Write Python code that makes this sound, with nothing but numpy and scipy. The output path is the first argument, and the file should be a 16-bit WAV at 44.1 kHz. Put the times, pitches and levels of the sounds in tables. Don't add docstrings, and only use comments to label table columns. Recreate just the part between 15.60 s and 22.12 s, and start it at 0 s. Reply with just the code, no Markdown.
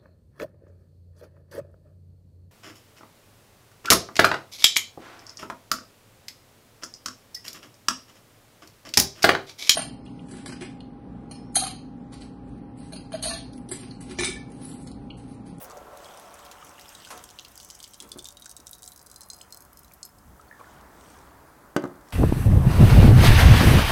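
import sys
import numpy as np
from scipy import signal
from scipy.fft import rfft, irfft, next_fast_len
from scipy.io import wavfile
from scipy.ndimage import uniform_filter1d

SR = 44100
rng = np.random.default_rng(int(sys.argv[2]) if len(sys.argv) > 2 else 0)


def log_audio(samples):
    frames = np.atleast_2d(samples).T
    limited = np.clip(frames, -1, 1)
    pcm = np.round(limited * 32767).astype(np.int16)
    wavfile.write(sys.argv[1], SR, pcm)


def rack_gain(trim_db):
    fader = np.asarray(trim_db, float)
    return 10 ** (fader / 20)


N = 287695

# [t/s, level/dB]
FIZZ_LEVEL = [(0, -50.5), (.07, -58), (.3, -65), (.45, -49), (.7, -53.5), (1.17, -54), (1.3, -49),
              (1.6, -50), (1.75, -57), (2.02, -57.5), (2.35, -59), (3.3, -69.5), (3.9, -65.5), (6.52, -70)]
# [t/s, lowest pitch of the oil f/Hz, clearness 0-1]
CLEARING = [(0, 2700, .05), (1.9, 2800, .1), (2.25, 3050, .4), (2.52, 3470, .55), (2.78, 3780, .55),
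            (3.2, 3880, .55), (3.45, 4060, .75), (3.7, 4180, .95), (4.5, 4310, 1)]
# [t/s, blow level/dB, crack level/dB, pitch factor]
KNOCKS = [
    (2.559, -31, -36, 0.93),
    (2.567, -35, -44, 0.81),
    (2.584, -36, -47, 1.1),
    (6.1634, -2.5, -8, 1.07),
    (6.1756, -19, -38, 0.62),
    (6.1798, -35, -43, 0.79),
    (6.239, -13.5, -18.5, 1.08),
    (6.2536, -17.5, -21, 0.83),
    (6.274, -43, -32.5, 0.78),
]


def pops():
    # [low edge f/Hz, high edge f/Hz]
    pop_bands = [(4600, 9500), (3000, 5200), (9500, 13000)]
    # [f/Hz, level/dB, time to fall 60 dB t/s, share of the pitch
    ring_modes = [(4300, 0, .24, 1), (5170, 2, .14, 1), (6200, -3, .1, .6), (6600, -3, .12, .1),
                  (7750, 1, .07, 0), (8150, 1, .08, 0), (8700, -3, .08, 0), (9600, -6, .06, 0),
                  (10500, -6, .05, 0)]
    s, db, low_db, top_db = collapses()
    t = np.arange(2400) / SR
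    shape = len(s), len(t)
    lowest_hz, clear = curves(CLEARING)
    at = np.round(s[:, 0] * SR).astype(int)
    clear_at = clear[at, None]

    lumps = rack_gain(5.5 * unit(uniform_filter1d(rng.standard_normal(shape), size=70, axis=1)))
    snap = rack_gain(3) * decay(t, 0.0016, 0.00072)
    snap = snap + rack_gain(-2.5) * decay(t, 0.011, 0.00011)
    snap = snap + rack_gain(-16) * lumps * decay(t, 0.08, 0.00044)
    mid, low, top = (band(*shape, *edges) for edges in pop_bands)
    top = top + rack_gain(-5) * band(*shape, 12500, 15800)
    low = low * (1.05 - clear_at) ** 0.95
    colour = rack_gain(db + 0.5) * mid + rack_gain(low_db - 1) * low + rack_gain(top_db - 0.5) * top
    sound = placed(s[:, 0], snap * tinted(colour))

    sizzle = lumps * decay(t, 0.072, 0.0019) * band(*shape, 5530, 6900)
    sound += placed(s[:, 0], (1 - clear_at) * rack_gain(db - 11) * sizzle)

    lifted_s = 4.6
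    scatter_db = 1.5 * rng.standard_normal((len(s), len(ring_modes)))
    turn = rng.random((len(s), len(ring_modes)))
    seethe = rack_gain(curves(FIZZ_LEVEL)[0] - 38.5) * (np.arange(N) < lifted_s * SR)
    in_oil = (s[:, 0] < lifted_s) * (0.2 + 0.8 * clear[at])
    for k, (hz, level_db, t60, share) in enumerate(ring_modes):
        drive = seethe * (rng.standard_normal(N) + 0j)
        blow_db = low_db[:, 0] + 3 if k == 0 else db[:, 0] + 2
        drive[at] += in_oil * rack_gain(blow_db + scatter_db[:, k]) * np.exp(2j * np.pi * turn[:, k])
        long_gain = (0.11 if k == 0 else 0.17) * clear ** (6 if k == 1 else 2)
        short_gain = 0.8 * (clear if k == 1 else 1)
        swing = long_gain * ringing(drive, t60) + short_gain * ringing(drive, 0.14 * t60)
        stray = (0.03 - 0.023 * clear) * unit(uniform_filter1d(rng.standard_normal(N), size=300))
        pitch_hz = hz * (lowest_hz / ring_modes[0][0]) ** share * (1 + stray)
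        sound += rack_gain(level_db) * np.real(swing * np.exp(2j * np.pi * np.cumsum(pitch_hz) / SR))
    return sound


def collapses():
    # [t/s, snap level/dB, depth level/dB]
    muffled = [(.027, -46, -65), (.0443, -39.5, -73), (.0986, -43, -62), (.108, -45.5, -46),
               (.1708, -44.5, -66), (.3723, -47, -53), (.445, -60, -44), (.5734, -42, -67),
               (.5976, -49, -42.5), (.7413, -46.5, -70), (.7913, -47, -49), (.85, -49, -44),
               (.863, -68, -48), (.9133, -39.5, -33.5), (1.0463, -46.5, -66), (1.067, -47, -64),
               (1.093, -47, -63), (1.195, -49, -38.5), (1.211, -42.5, -42), (1.2571, -57, -48),
               (1.2907, -43.5, -48), (1.3005, -61, -39), (1.3497, -39.5, -40), (1.4208, -63, -40),
               (1.448, -44, -30.5), (1.472, -40.5, -50), (1.576, -38, -39), (1.6392, -40, -44),
               (1.6899, -49, -39.5), (1.702, -43.5, -45)]
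    # [t/s, snap level/dB, depth level/dB]
    bursts = [(1.788, -40.5, -29), (1.8485, -43, -29.5), (2, -42.5, -36.5), (2.1014, -35, -36.5),
              (2.2021, -38, -36), (2.2281, -37, -52), (2.2406, -36, -31), (2.335, -41, -40),
              (2.402, -35.5, -29), (2.5172, -33, -25.5), (2.591, -40.5, -29.5), (2.655, -34, -26.5),
              (2.6866, -38, -36), (2.77, -36.5, -31.5), (2.822, -40, -32.5), (2.8578, -29.5, -36),
              (2.966, -36, -37.5), (3.069, -37, -34.5), (3.131, -37.5, -31.5), (3.231, -38.5, -37),
              (3.277, -37.5, -42), (3.319, -44, -42), (3.5606, -38.5, -41), (3.608, -47, -43),
              (3.701, -32, -31.5), (3.716, -60, -60), (3.7328, -38, -46), (3.8143, -40.5, -43),
              (3.9243, -38, -36), (4.4299, -35, -39)]
    # [t/s, snap level/dB]
    spits = [(1.882, -47.5), (1.9173, -47.5), (1.9553, -41.5), (1.9767, -40.5), (2.03, -42), (2.0472, -38),
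             (2.0885, -47), (2.1515, -37.5), (2.343, -38), (2.4236, -38.5), (2.586, -38.5), (2.6246, -44),
             (2.6438, -39), (2.6709, -40), (2.7053, -38.5), (2.8444, -38), (2.8942, -35.5), (2.913, -34.5),
             (3.0008, -41.5), (3.152, -48), (3.1906, -47.5), (3.3614, -47), (3.4146, -47.5),
             (3.4673, -43.5), (3.5145, -42), (3.6162, -40.5), (3.9454, -46), (3.9722, -45), (4.1719, -48.5),
             (4.4508, -45)]
    # [t/s, snap level/dB]
    stragglers = [(2.1905, -48), (2.277, -48), (2.491, -49), (2.723, -41), (2.8025, -54), (2.812, -48),
                  (3.062, -56), (3.111, -48.5), (3.125, -57), (3.149, -54), (3.183, -54), (3.222, -44),
                  (3.24, -39), (3.251, -52), (3.261, -46.5), (3.311, -59), (3.376, -48), (3.463, -48),
                  (3.4992, -49), (3.531, -56), (3.66, -70), (3.686, -63), (3.3932, -47), (3.542, -52),
                  (3.633, -45), (3.78, -57), (3.804, -56), (3.965, -53), (4.0056, -52), (4.0217, -53),
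                  (4.05, -57), (4.131, -56), (4.191, -54), (4.2332, -55.5), (4.2459, -55), (4.336, -56),
                  (4.491, -65), (4.585, -55)]
    parent = np.r_[bursts, bursts]
    lag_s = 0.008 + rng.exponential(0.045, len(parent))
    loss_db = 20 - 4 * rng.standard_normal(len(parent))
    patter = np.c_[parent[:, 0] + lag_s, parent[:, 1] - loss_db]
    small = np.r_[spits, stragglers, patter]
    small = np.c_[small, small[:, 1] - 8.5]
    s, db, low_db = np.r_[muffled, bursts, small].T
    foam_left = 1 - np.interp(s, *np.transpose(CLEARING)[::2])
    top_db = -48 + 0.22 * (db + 46) - 1.5 * foam_left + 4 * rng.standard_normal(len(s))
    return np.array([s, db, low_db, top_db])[:, :, None]


def ringing(drive, t60):
    soft_s = 0.00017
    for pole in (rack_gain(-60 / (t60 * SR)), np.exp(-1 / (soft_s * SR))):
        drive = signal.lfilter([1], [1, -pole], drive)
    return drive / (0.00029 * SR)


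def tinted(rows):
    depth_db, width_hz = 3.5, 1500
    z = rfft(rows)
    width = round(width_hz * rows.shape[1] / SR)
    humps = unit(uniform_filter1d(rng.standard_normal(z.shape), size=width, axis=1))
    return irfft(z * rack_gain(depth_db * (humps - depth_db / 9)), rows.shape[1])


def boil(count=1500):
    # [t/s, level/dB, bubble pitch f/Hz]
    boiling = [
        (0, -42.5, 690),
        (.1, -40, 730),
        (.22, -42.5, 484),
        (.35, -41.5, 726),
        (.69, -45, 834),
        (1.02, -45.5, 1050),
        (1.45, -55, 1230),
        (1.7, -56.5, 1120),
    ]
    t = np.arange(1500) / SR
    when, _, pitch_hz = np.transpose(boiling)
    s = 1.75 * rng.random(count)
    spread = np.exp(np.clip(0.362 * rng.standard_normal((count, 1)), -0.3, 0.8))
    hz = np.interp(s, when, pitch_hz)[:, None] * spread
    size_db = np.minimum(-1.5 * np.log(rng.random((count, 1))), 6)
    tone = np.sin(2 * np.pi * hz * t * (1 + 4 * t))
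    gurgle = placed(s, rack_gain(size_db) * tone * decay(t, 20 / hz, 0.00025))
    hum = unit(wall(rng.standard_normal(N)))
    return rack_gain(curves(boiling)[0] - 3) * (0.55 * gurgle / np.std(gurgle[:SR]) + 0.51 * hum)


def fizz(count=3400):
    # [f/Hz, level/dB]
    fizz_colour = [(1200, -4.5), (2000, -3.5), (3300, -3), (4300, -10.5), (5900, -5), (7200, -8),
                   (8300, -3.5), (9300, -13), (13000, -13.5), (17400, -31)]
    # [t/s, level/dB, half length t/s]
    puffs = [
        (5.1, -62.5, 0.11),
        (5.5, -57, 0.16),
        (6.55, -54, 0.078),
    ]
    # [t/s, level/dB, half length t/s]
    splash = [
        (.03, -36.5, .022),
    ]
    level = rack_gain(curves(FIZZ_LEVEL)[0]) + swells(puffs)
    t = np.arange(200) / SR
    hz = np.clip(6000 * np.exp(0.5 * rng.standard_normal((count, 1))), 2200, 16000)
    size_db = np.minimum(-4 * np.log(rng.random((count, 1))), 15)
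    grains = rack_gain(size_db) * np.sin(2 * np.pi * hz * t) * decay(t, 0.0039, 0.00023)
    spit = coloured(placed(5.9 * rng.random(count), grains), fizz_colour)
    body = 0.5 * spit + 0.82 * rush(fizz_colour, 3)
    top = rush([(7000, -58), (9500, -5.5), (13000, -4), (17400, -5.5)], patchy_db=-4)
    sheen = rack_gain(-65.5) * (level / rack_gain(-54)) ** 0.23 + swells(splash)
    return rack_gain(-4) * (level * body + sheen * top)


def sizzling_foam():
    # [t/s, level/dB, half length t/s]
    spells = [
        (1.06, -62, .06),
        (1.22, -60, 0.022),
        (1.81, -60.5, 0.046),
        (2.02, -54.5, .06),
        (2.14, -59, 0.053),
        (2.33, -62, 0.043),
    ]
    colour = [(4300, -40), (5300, -4), (6100, 0), (7000, -10), (8200, -9), (9500, -30)]  # f/Hz, level/dB
    return swells(spells) * rush(colour, patchy_db=2)


def blips():
    # [t/s, peak level/dB, f/Hz]
    pockets = [(0.4025, -47, 3020), (0.457, -33, 3300), (0.4874, -40, 3200), (0.5097, -41, 3500),
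               (0.6554, -43, 5270), (0.827, -42, 3060), (0.8647, -40, 3220), (0.8824, -42, 2760),
               (1.0151, -41.5, 3000), (1.1802, -39, 2840), (1.282, -35.5, 5200), (1.3264, -42, 8330),
               (1.3506, -29, 3840), (1.3997, -40, 8100), (1.4207, -41, 2830), (1.449, -32, 3110),
               (1.5693, -39, 6060), (1.64, -35, 8600), (1.6564, -41, 5690), (1.69, -39, 5270)]
    s, db, hz = np.transpose(pockets)[:, :, None]
    t = np.arange(900) / SR
    rough = rack_gain(3.9 * unit(uniform_filter1d(rng.standard_normal((len(s), len(t))), size=30, axis=1)))
    tone = np.sin(2 * np.pi * hz * t) * decay(t, 0.023, 0.00047)
    return placed(s[:, 0], rack_gain(db - 5.5) * rough * tone)


def glints():
    # [t/s, peak level/dB, f/Hz]
    droplets = [(0.5979, -39, 10800), (0.9132, -45, 11700), (1.0459, -40, 11300), (1.2824, -42, 11500),
                (1.3492, -45, 13500), (1.4954, -42, 9700), (1.5772, -35, 11200), (1.6276, -43, 10600),
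                (1.6391, -43, 11300), (1.8481, -40, 9860), (1.9553, -38, 13400), (1.9753, -38, 9400),
                (2.0137, -42, 10100), (2.1025, -36, 11000), (2.1474, -47, 11000), (2.2277, -44, 9000),
                (2.339, -44, 10600), (2.4028, -51, 12200), (2.4028, -39, 10300), (2.4238, -37, 10900),
                (2.4901, -40, 13700), (2.5176, -43, 10400), (2.5864, -48, 9110), (2.6438, -44, 9180),
                (2.769, -40, 10400), (2.8204, -39, 10400), (2.8438, -49, 10100), (2.8573, -33, 9050),
                (2.8932, -36, 10000), (2.9112, -35, 10000), (2.9655, -46, 10200), (2.9655, -39, 9760),
                (3.0683, -47, 13900), (3.0683, -43, 9010), (3.1496, -39, 10800), (3.1821, -42, 11300),
                (3.222, -40, 10500), (3.2299, -34, 9620), (3.3187, -43, 9100), (3.3606, -38, 9690),
                (3.4624, -36, 10600), (3.4993, -43, 12300), (3.5143, -35, 10800), (3.5422, -41, 12800),
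                (3.5602, -38, 9070), (3.6076, -31, 10000), (3.7009, -34, 9030), (3.7797, -45, 10500),
                (3.8031, -43, 9020), (3.9234, -35, 14200), (3.9453, -34, 12800), (3.9723, -41, 9800),
                (4.0052, -40, 10300), (4.0501, -42, 11000), (4.1309, -37, 13300), (4.1723, -41, 11200),
                (4.1928, -39, 13600), (4.2322, -46, 10800), (4.3185, -45, 11600), (4.4292, -40, 9100)]
    s, db, hz = np.transpose(droplets)[:, :, None]
    t = np.arange(500) / SR
    tick = 0.84 * np.sin(2 * np.pi * hz * t) + 0.4 * band(len(s), len(t), 8900, 16500)
    return placed(s[:, 0], rack_gain(db) * tick * decay(t, 0.0078, 0.0002))


def drips():
    # [t/s, peak level/dB, f/Hz, time to fall 60 dB t/s]
    drops = [(0.103, -36.5, 1200, 0.059), (1.025, -35.5, 1260, 0.043), (1.19, -30, 2000, 0.0061),
             (1.472, -39, 1520, .03), (2.859, -38, 2400, .005), (2.861, -33.5, 1500, 0.016),
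             (3.812, -25, 3100, 0.0052), (4.246, -45, 4000, 0.019), (4.314, -40, 2380, 0.011),
             (4.796, -38, 1300, 0.043), (4.885, -51, 4420, 0.028), (4.912, -30, 1740, 0.021),
             (4.926, -38, 1850, 0.042), (4.945, -46, 1740, 0.075), (4.962, -48, 1740, 0.059),
             (4.98, -51, 1660, .07), (5.002, -45, 2330, 0.027), (5.07, -45, 1454, 0.11),
             (4.988, -43, 1150, 0.023), (4.995, -35, 1150, 0.024), (5.011, -29.5, 1097, 0.023),
             (5.043, -36.5, 1740, 0.017)]
    s, db, hz, t60 = np.transpose(drops)[:, :, None]
    t = np.arange(4000) / SR
    tone = np.sin(2 * np.pi * hz * t * (0.99 + 0.72 * t))
    return placed(s[:, 0], rack_gain(db - 3) * tone * decay(t, t60, 0.00037))


def knock():
    # [f/Hz, level/dB, time to fall 60 dB t/s]
    board_modes = [(184, -4.5, 0.033), (366, 14.5, 0.01), (570, 6.5, 0.013), (1150, 1.5, 0.014),
                   (1390, -3, 0.015)]
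    # [f/Hz, level/dB, time to fall 60 dB t/s]
    plank_modes = [(227, -5, .1), (294, 3, .13), (359, -2, .11), (445, -9, .1), (567, -9, .12),
                   (636, -14, .1), (787, -10, .09), (866, -15, .08), (1000, -15, .07), (1110, -12, .07),
                   (1238, -11, .06), (1520, -15, .07), (1860, -24, .06), (2050, -22, .08)]
    s, db, crack_db, pitch = np.transpose(KNOCKS)[:, :, None]
    t = np.arange(SR // 6) / SR
    shape = len(s), len(t)
    ring = np.zeros(shape)
    for hz, level_db, t60 in board_modes:
        strength = rack_gain(level_db + 2 * rng.standard_normal((len(s), 1)))
        ring += strength * np.sin(2 * np.pi * hz * pitch * t) * decay(t, t60, 0.00096)
    for hz, level_db, t60 in plank_modes:
        strength = rack_gain(level_db - 2 + 2 * rng.standard_normal((len(s), 1)))
        ring += strength * np.sin(2 * np.pi * hz * t) * decay(t, t60, 0.0015)
    slap = rack_gain(-7) * band(*shape, 250, 1500) * decay(t, 0.027, 0.0006)
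    slap += rack_gain(crack_db - 17) * band(*shape, 1600, 3300) * decay(t, 0.085, 0.0016)
    crack = rack_gain(crack_db) * band(*shape, 1700, 7700) * decay(t, 0.024, 0.0003)
    crack += rack_gain(crack_db - 12) * band(*shape, 8200, 13700) * decay(t, 0.019, 0.0003)
    blows = placed(s[:, 0], rack_gain(db - 12) * (ring + slap + crack))
    no_bass = signal.butter(2, 110, "high", fs=SR, output="sos")
    return signal.sosfilt(no_bass, blows)


def bumps():
    # [t/s, level/dB, thump level/dB, edge level/dB, time to fall 60 dB t/s]
    hits = [
        (1.502, -32.5, -19, -6, 0.44),
        (2.404, -51.5, -4.5, -10, 0.63),
        (2.425, -46.5, -7, -3, 0.29),
        (2.509, -62, 3.5, -17, 0.72),
        (2.99, -52, 0.5, -11, 0.14),
        (4.993, -42, -12, -15, 0.15),
        (5.124, -56, -11, -7, 0.56),
    ]
    s, db, thump_db, edge_db, t60 = np.transpose(hits)[:, :, None]
    t = np.arange(SR // 3) / SR
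    shape = len(s), len(t)
    body = rack_gain(-10) * band(*shape, 310, 1780) + rack_gain(thump_db) * band(*shape, 183, 430)
    edge = rack_gain(edge_db) * band(*shape, 1550, 11300) * rack_gain(-60 * t / 0.28)
    thud = placed(s[:, 0], rack_gain(db) * (body + edge) * decay(t, t60, 0.0033))
    return thud + rack_gain(9.5) * wall(thud)


def wall(x):
    # [f/Hz, width f/Hz, level/dB]
    wall_modes = [(476.4, 22, -6.5), (577.6, 8.7, 3), (730, 9.8, 4), (930, 40, -12), (1050, 160, -7.5),
                  (1315, 20, -3.5)]
    m = next_fast_len(N + 8192)
    f = np.fft.rfftfreq(m, 1 / SR)
    answer = sum(rack_gain(db) * 1j * f * width / (hz * hz - f * f + 1j * f * width) for hz, width, db in wall_modes)
    return irfft(rfft(x, m) * answer, m)[:N]


def ticks():
    # [t/s, level/dB]
    scuffs = [(4.28, -49), (4.32, -48), (4.812, -49), (5.21, -48), (5.409, -48), (5.468, -59), (5.502, -48),
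              (5.587, -48), (6.196, -53), (6.222, -46), (6.274, -54), (6.356, -55), (6.41, -53),
              (6.45, -63), (6.486, -47.5), (6.505, -46)]
    s, db = np.transpose(scuffs)[:, :, None]
    t = np.arange(1500) / SR
    return placed(s[:, 0], rack_gain(db) * band(len(s), len(t), 3400, 10400) * decay(t, 0.016, 0.00056))


def shop(x):
    # [f/Hz, time to fall 60 dB t/s]
    echo_times = [(100, 0.73), (300, 0.39), (1000, 0.47), (3000, 0.31), (10000, 0.013)]
    hz, t, z = signal.stft(rng.standard_normal(SR // 2), SR, nperseg=256)
    fading = z * rack_gain(-60 * t / along(echo_times, hz)[:, None])
    tail = signal.istft(fading, SR, nperseg=256)[1]
    delayed = np.pad(x, (350, 0))
    return signal.fftconvolve(delayed, tail / np.linalg.norm(tail))[:N]


def air():
    # [f/Hz, level/dB]
    hiss_colour = [(1180, -5), (2000, -15), (2650, -22), (2900, -18), (6250, 6), (16000, 6), (16900, -30),
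                   (17400, -31)]
    road_colour = [(70, -52), (130, -6), (300, 0.5), (500, -3), (950, 0), (1500, -4), (2000, -11),
                   (2800, -24.5), (5000, -21.5), (9000, -57)]
    rumble_colour = [(12, -40), (28, -11), (65, -2), (110, -8.5), (200, -12), (400, -24.5), (700, -96)]
    # [t/s, level/dB]
    traffic = [(0, -57), (1.6, -57), (2.3, -62), (3.2, -62), (3.9, -58), (4.5, -62), (5.1, -52.5),
               (6.52, -54.5)]
    # [t/s, rumble level/dB, half length t/s]
    shuffles = [
        (4.15, -71, 0.17),
        (4.7, -57.5, 0.13),
        (5.15, -57, 0.063),
        (5.5, -63, 0.31),
    ]
    rumble = (rack_gain(-62) + swells(shuffles)) * rush(rumble_colour, 0.8)
    road = rack_gain(curves(traffic)[0]) * rush(road_colour, 1)
    return rumble + road + rack_gain(-66) * rush(hiss_colour, 0.37)


def unit(x):
    return x / np.sqrt(np.mean(x ** 2, -1, keepdims=True) + 1e-20)


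def along(points, hz):
    f, v = np.transpose(points)
    return np.interp(np.log(hz + 1), np.log(f + 1), v)


def curves(rows):
    s, *cols = np.transpose(rows)
    return [np.interp(np.arange(N) / SR, s, c) for c in cols]


def swells(rows):
    t = np.arange(N) / SR
    return sum(rack_gain(db) * np.exp(-((t - s) / half) ** 2) for s, db, half in rows)


def coloured(x, spectrum):
    m = next_fast_len(N + 8192)
    gain = rack_gain(along(spectrum, np.fft.rfftfreq(m, 1 / SR)))
    return unit(irfft(rfft(x, m) * gain, m)[:N])


def rush(spectrum, patchy_db):
    z = signal.stft(rng.standard_normal(N + 512), nperseg=512)[2]
    field = uniform_filter1d(rng.standard_normal(z.shape), 5, 0)
    field = uniform_filter1d(field, 10, 1)
    patchy = signal.istft(z * rack_gain(patchy_db * field / field.std()), nperseg=512)[1]
    return coloured(patchy[:N], spectrum)


def band(rows, size, lo_hz, hi_hz):
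    sos = signal.butter(4, [lo_hz, hi_hz], "band", fs=SR, output="sos")
    return unit(signal.sosfilt(sos, rng.standard_normal((rows, size))))


def placed(times, sounds):
    at = np.round(np.asarray(times) * SR).astype(int)[:, None] + np.arange(sounds.shape[1])
    return np.bincount(at.ravel(), sounds.ravel(), N + SR)[:N]


def decay(t, t60, attack):
    return rack_gain(-60 * t / t60) * (1 - np.exp(-t / attack))


def scene():
    oil = pops() + drips() + blips() + glints()
    blow = knock()
    room = shop(rack_gain(-17) * (oil + blow))
    drum = boil() + fizz() + sizzling_foam() + oil
    return (drum + blow + bumps() + ticks() + room + air())[None]


def band_limit(x):
    return signal.sosfilt(signal.butter(12, 17500, fs=SR, output="sos"), x)


def record(dry):
    t = np.arange(N) / SR - KNOCKS[1][0] - 0.012
    since = np.abs(t)
    jump_db = 6.5 * (t > 0) * np.exp(-since / 0.35) * np.exp(-since / 0.0024)
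    mix = dry * rack_gain(jump_db)
    treble = signal.sosfiltfilt(signal.butter(2, 3000, "high", fs=SR, output="sos"), mix)
    sag_s = np.where(t < 0.17, 0.07, 0.2)
    mix = mix - 0.42 * np.exp(-((t - 0.17) / sag_s) ** 2) * treble
    ceiling = 0.304
    mix = mix / (1 + np.abs(mix / ceiling) ** 8) ** (1 / 8)
    mix = signal.sosfilt(signal.cheby2(12, 50, 17750, fs=SR, output="sos"), mix)
    mix = signal.sosfilt(signal.butter(1, 14, "high", fs=SR, output="sos"), mix)
    return band_limit(mix)


dry = scene()
out = record(dry)
log_audio(out)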